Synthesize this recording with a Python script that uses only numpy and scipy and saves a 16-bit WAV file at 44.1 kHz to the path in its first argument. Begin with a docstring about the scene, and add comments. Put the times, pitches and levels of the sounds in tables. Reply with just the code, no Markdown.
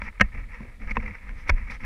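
"""Three chattering knocks of gear on a camera's plastic housing, plus four lone contacts, on a rock face.
Each contact rings modes of the housing, cracks as decaying noise and thumps the mount; jolts add swings.
Between them rope and clothing rub: clumped grains, hissing scrapes, gritty ticks and a short wavering hum.
Soft bumps and a muffled rumble of the swaying mount are shaped low noise, over a faint floor of air."""
import sys
import numpy as np
from scipy import signal
from scipy.fft import rfft, irfft, next_fast_len
from scipy.io import wavfile
from scipy.ndimage import uniform_filter1d, map_coordinates

SR = 44100
rng = np.random.default_rng(int(sys.argv[2]) if len(sys.argv) > 2 else 0)


def digitize_waveform(pressure):
    """Quantize a signal to 16-bit integers and store it at the path in sys.argv[1].

    Rows of a 2-D input are taken as channels; values are limited to [-1, 1].
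    """
    field = np.atleast_2d(pressure).T
    bounded = np.clip(field, -1, 1)
    quanta = np.round(bounded * 32767).astype(np.int16)
    wavfile.write(sys.argv[1], SR, quanta)


N = 81585


def amp(db):
    """Decibels to gain."""
    return 10 ** (np.asarray(db) / 20)


def unit(x):
    """Scale to rms 1."""
    return x / np.sqrt(np.mean(x ** 2) + 1e-20)


def noise():
    """White noise, rms about 1."""
    return rng.standard_normal(N)


def level(rows):
    """Gain per sample, interpolated in dB between (time [s], level [dB]) rows."""
    time_s, level_db = np.transpose(rows)
    return amp(np.interp(np.arange(N) / SR, time_s, level_db))


def filtered(x, response):
    """Multiply the spectrum of x by response(hz), zero-padded against wrap-around."""
    size = next_fast_len(N + 8192)
    spectrum = rfft(x, size) * response(np.fft.rfftfreq(size, 1 / SR))
    return irfft(spectrum, size)[:N]


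def coloured(x, points):
    """x shaped by (frequency [Hz], gain [dB]) points on a log frequency axis, at rms 1."""
    point_hz, point_db = np.transpose(points)
    return unit(filtered(x, lambda hz: amp(np.interp(np.log(hz + 1), np.log(point_hz), point_db))))


def since(start_s):
    """Seconds since start_s, zero before."""
    return np.maximum(np.arange(N) / SR - start_s, 0)


def ring(t, hz, t60_s):
    """One mode: a sine falling 60 dB in t60_s."""
    return np.sin(2 * np.pi * hz * t) * amp(-60 * t / t60_s)


def swells(rows):
    """Sum of Gaussian strokes; each peaks at its time and has sigma = length / 2."""
    t = np.arange(N) / SR
    return sum(amp(db) * np.exp(-2 * ((t - peak_s) / length_s) ** 2) for peak_s, length_s, db in rows)


def wander(points_per_s):
    """Smooth random curve through normal values, points_per_s of them a second."""
    return map_coordinates(rng.standard_normal(size=2000), [np.arange(N) * points_per_s / SR])


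# gear on housing: (time [s], kind, level [dB], brightness [Hz], crack [dB re level], thump [dB re level])
CONTACTS = [(0.0182, "clink", -17.5, 2250, -41, -17.5), (0.1983, "clack", -17.5, 2600, -30, -35),
            (0.2011, "clink", -19.5, 2600, -25, -7), (0.2085, "clack", -8.5, 4500, -8.5, -42),
            (0.2117, "clack", -2, 2670, -14, -10.5), (0.2156, "clack", -11.5, 2350, -34, -48),
            (0.2195, "clack", -17, 1940, -26, -46), (0.605, "tock", -36, 1670, -9, 3),
            (0.874, "clack", -35, 2360, -7, -25), (0.9687, "tock", -9, 2200, -24.5, -20.5),
            (0.9725, "tock", -27, 1870, -36, -22), (0.9761, "tock", -23.5, 1670, -31, 0.5),
            (1.292, "clack", -33.5, 2520, -13, -16.5), (1.4927, "clink", -12.5, 2580, -41, -12),
            (1.49545, "clink", -9, 4180, -9, -9.5), (1.4982, "clink", -20, 3570, -5.5, -3),
            (1.5008, "clink", -8.5, 2150, -40, -29)]
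# grit catching under the rope: (time [s], level [dB])
GRIT_TICKS = [(0.067, -27), (0.086, -24.5), (0.178, -37.5), (.329, -39), (.358, -34), (.8948, -26.5),
              (0.9098, -20.5), (0.9139, -20.5), (1.001, -28), (1.062, -25), (1.108, -29.5), (1.699, -28)]
TICK_BRIGHT_HZ, TICK_CRACK_DB, TICK_THUMP_DB = 2580, -24, -17.5
# housing modes by kind, hard clack, dull tock, bright clink, gritty tick: (frequency [Hz], level [dB], t60 [s])
HOUSING_MODES = {"clack": [(483, -11.5, 0.02), (624, -20, 0.017), (737, -20.5, 0.034), (1045, -12.5, 0.019),
                 (1333, -3, 0.014), (1650, -1.5, 0.027), (1839, -12, 0.051), (2147, 0.5, 0.02),
                 (2610, -17.5, 0.047), (2846, -10, 0.019), (3156, -9.5, 0.0084), (4220, -11, 0.0067),
                 (5950, -5.5, 0.0071)], "tock": [(467, -18.5, 0.069), (1010, -0.5, 0.018), (1570, -8, 0.01),
                 (1830, -11.5, 0.029), (2080, -5, 0.0086), (2590, -6.5, 0.02), (3520, -22, 0.015)],
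                 "clink": [(403, -21, 0.01), (562, -17.5, 0.023), (984, -11.5, 0.027), (1347, -8.5, 0.016),
                 (1620, -11, 0.028), (1777, -10.5, 0.022), (2217, 3.5, 0.012), (2486, -16, 0.027),
                 (3430, -17.5, 0.02), (4417, -17.5, 0.016), (5415, -9.5, 0.011)],
                 "tick": [(1290, -18.5, 0.016), (1810, -12, 0.012), (2170, 1, 0.018), (2388, -6, 0.021)]}
# crack spectrum: (frequency [Hz], gain [dB])
CRACK_COLOUR = [(200, 12.5), (1000, 6), (2500, 1.5), (3600, -9), (5500, 2.5), (8000, -15.5), (11000, -13.5),
                (15500, -46)]
CRACK_T60_S, CONTACT_ATTACK_S = 0.016, 0.00066
CRACK_CUTOFF_RATIO = 1.6  # lowpass cutoff / contact brightness
MOUNT_HZ, MOUNT_T60_S = 203.6, 0.079


def knocks():
    """Each contact excites housing modes, a noise crack and the mount; lower brightness dulls high modes."""
    out = np.zeros(N)
    grit = coloured(noise(), CRACK_COLOUR)
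    ticks = [(s, "tick", db, TICK_BRIGHT_HZ, TICK_CRACK_DB, TICK_THUMP_DB) for s, db in GRIT_TICKS]
    for start_s, kind, db, bright_hz, crack_db, thump_db in CONTACTS + ticks:
        start = int(start_s * SR)
        span = slice(start, start + SR // 6)
        t = since(start_s)[span]
        shell = np.zeros(len(t))
        for k, (hz, mode_db, t60_s) in enumerate(HOUSING_MODES[kind]):
            dulling = 1 / np.sqrt(1 + (hz / bright_hz) ** 4)
            shell += (-1) ** k * amp(mode_db) * dulling * ring(t, hz, t60_s)
        cutoff_hz = min(CRACK_CUTOFF_RATIO * bright_hz, SR / 2 - 1)
        b, a = signal.butter(1, cutoff_hz, fs=SR)
        crack = amp(crack_db) * signal.lfilter(b, a, grit[span]) * amp(-60 * t / CRACK_T60_S)
        thump = amp(thump_db) * ring(t, MOUNT_HZ, MOUNT_T60_S)
        attack = 1 - np.exp(-t / CONTACT_ATTACK_S)
        out[span] += amp(db) * (shell + crack + thump) * attack
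    return out


# mount swings: (time [s], level [dB], frequency [Hz], rise [s], pitch sag [1/s, sign ignored])
JOLTS = [(0.21, -21.5, 107, 0.0099, 4), (0.226, -20.5, 42.5, 0.017, -1.5), (0.968, -33.5, 257.7, 0.013, 34),
         (1.494, -19, 75.2, 0.02, -1), (1.520, -10.5, 34.3, 0.016, -2)]


def jolts():
    """A jolt swings the mount: a sine peaking after its rise time, its pitch sagging as it dies."""
    out = np.zeros(N)
    for start_s, db, hz, rise_s, sag_per_s in JOLTS:
        t = since(start_s)
        pitch_hz = (t > 0) * hz / (1 + abs(sag_per_s) * t)
        turns = np.cumsum(pitch_hz) / SR
        envelope = t / rise_s * np.exp(0.5 * (1 - (t / rise_s) ** 2))  # peak 1
        out += amp(db) * envelope * np.sin(2 * np.pi * turns)
    return out


# rubbing strength, before RUB_TRIM_DB: (time [s], level [dB])
RUB = [(0, -46.5), (.09, -38.5), (.104, -59), (.25, -49), (.308, -58), (.345, -43), (.40, -46), (.474, -58),
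       (.55, -40), (.598, -51.5), (.62, -48), (.71, -53.5), (.788, -61.5), (.828, -42.5), (.864, -51.5),
       (.916, -34), (.942, -57), (.959, -32.5), (.988, -51.5), (1.004, -45), (1.07, -38.5), (1.127, -49.5),
       (1.155, -42), (1.19, -53.5), (1.298, -46.5), (1.335, -55.5), (1.40, -47), (1.448, -54.5),
       (1.486, -33.5), (1.53, -52.5), (1.576, -42), (1.628, -50.5), (1.692, -45.5), (1.704, -35),
       (1.77, -47), (1.785, -70), (1.803, -46.5), (1.85, -38)]
# rubbing spectrum: (frequency [Hz], gain [dB])
RUB_COLOUR = [(100, -26), (230, -1), (330, -30), (500, -1), (640, -14.5), (1000, -0.5), (1130, -7),
              (1260, 3.5), (1450, -6.5), (1780, 4), (2230, 7), (2450, -1), (2650, -4.5), (3100, -24.5),
              (4200, -31), (5500, -22), (15000, -82)]
RUB_TRIM_DB, RUB_TOP_HZ = -0.5, 9000  # top: -6 dB point
GRAINS_PER_S, GRAIN_SPREAD_DB, SMOOTH_DB = 1900, 1, 2  # smooth noise re grains
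CLUMPS_PER_S, CLUMP_SPREAD_DB = 150, 2.5


def rubbing():
    """Cloth and rope slip in dense grains over smooth friction noise, in clumps, through the housing."""
    is_grain = rng.random(N) < GRAINS_PER_S / SR
    slips = is_grain * noise() * amp(GRAIN_SPREAD_DB * noise())
    friction = unit(slips) + amp(SMOOTH_DB) * noise()
    clumped = friction * amp(CLUMP_SPREAD_DB * wander(CLUMPS_PER_S))
    heard = filtered(coloured(clumped, RUB_COLOUR), lambda hz: 1 / (1 + (hz / RUB_TOP_HZ) ** 4))
    return amp(RUB_TRIM_DB) * level(RUB) * heard


# light rope strokes: (peak time [s], length [s], level [dB])
SCRAPES = [(0.05, 0.037, -61.5), (0.912, 0.013, -54), (1.401, 0.055, -64), (1.486, 0.01, -51),
           (1.712, 0.015, -51), (1.742, 0.031, -57.5), (1.83, 0.051, -66)]
# scrape spectrum: (frequency [Hz], gain [dB])
SCRAPE_COLOUR = [(1500, -26), (3000, 1), (4200, -4), (5700, -0.5), (7200, -16.5), (11000, -15),
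                 (15000, -45)]


def scrapes():
    """Light strokes of the rope: shaped noise hiss that swells and fades."""
    return swells(SCRAPES) * coloured(noise(), SCRAPE_COLOUR)


# drags of gear: (peak time [s], length [s], level [dB])
DRAGS = [(1.048, 0.026, -41), (1.098, 0.029, -45.5)]
# low resonances under a drag: (frequency [Hz], level [dB])
HUM_MODES = [(210, 0), (505, -8)]
HUM_WAVER_RATIO, WAVER_POINTS_PER_S = 0.0253, 45  # pitch deviation / pitch


def hum():
    """Dragging gear keeps low resonances ringing; each pitch wavers at random."""
    out = np.zeros(N)
    for hz, db in HUM_MODES:
        pitch_hz = hz * (1 + HUM_WAVER_RATIO * wander(WAVER_POINTS_PER_S))
        out += amp(db) * np.sin(2 * np.pi * np.cumsum(pitch_hz) / SR)
    return swells(DRAGS) * out


# body against mount: (time [s], level [dB], fade time constant [s])
BUMPS = [(0.212, -35, 0.021), (0.337, -47, 0.082), (0.604, -41, 0.071), (0.801, -45.5, 0.097),
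         (0.976, -34, 0.015), (1.037, -41, 0.052), (1.304, -51.5, 0.084), (1.516, -39.5, 0.04)]
# bump spectrum: (frequency [Hz], gain [dB])
BUMP_COLOUR = [(60, -14), (125, 9.5), (165, -27), (215, 5.5), (330, -12.5), (490, -10), (750, -14.5),
               (1300, -62), (4000, -62)]
BUMP_RISE_S = 0.0025


def bumps():
    """Padded pushes of the body: low shaped noise with a fast rise and exponential fade."""
    push = np.zeros(N)
    for start_s, db, fade_s in BUMPS:
        t = since(start_s)
        push += amp(db) * (1 - np.exp(-t / BUMP_RISE_S)) * np.exp(-t / fade_s)
    return push * coloured(noise(), BUMP_COLOUR)


# shaking strength: (time [s], level [dB])
SWAY = [(0, -37), (.06, -33), (.14, -46.5), (.26, -31.5), (.33, -40), (.385, -28.5), (.46, -37), (.77, -44),
        (.85, -31), (1.01, -27.5), (1.2, -46.5), (1.31, -31.5), (1.42, -39.5), (1.56, -27), (1.79, -39.5),
        (1.85, -29.5)]
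# shaking spectrum: (frequency [Hz], gain [dB])
SWAY_COLOUR = [(10, -8), (25, 7), (45, 2), (70, -6), (110, -17), (160, -26), (215, -19.5), (300, -28),
               (600, -93), (2000, -140)]


def rumble():
    """The climber's movement shakes the mount: low noise, evened to its local rms, follows the strength."""
    shake = coloured(noise(), SWAY_COLOUR)
    local_power = np.abs(uniform_filter1d(shake ** 2, size=2600))  # 59 ms window
    steady = shake / np.sqrt(local_power + 1e-6)
    return level(SWAY) * steady


# air spectrum: (frequency [Hz], gain [dB])
AIR_COLOUR = [(50, 13.5), (220, -3), (400, 3.5), (2200, -8), (3500, -6.5), (6000, -14.5), (10000, -14),
              (15000, -25.5)]
AIR_DB = -61.5


def air():
    """Still outdoor air: a steady floor of shaped noise."""
    return amp(AIR_DB) * coloured(noise(), AIR_COLOUR)


def scene():
    """All handling sounds summed over the air, one channel."""
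    handling = knocks() + jolts() + rubbing() + scrapes() + hum() + bumps() + rumble()
    return (handling + air())[None]


TOP_HZ = 15700


def record(dry):
    """The camera clips at full scale, then removes everything from TOP_HZ up."""
    clipped = np.clip(dry[0], -1, 1)
    return filtered(clipped, lambda hz: hz < TOP_HZ)[None]


dry = scene()
out = record(dry)
digitize_waveform(out)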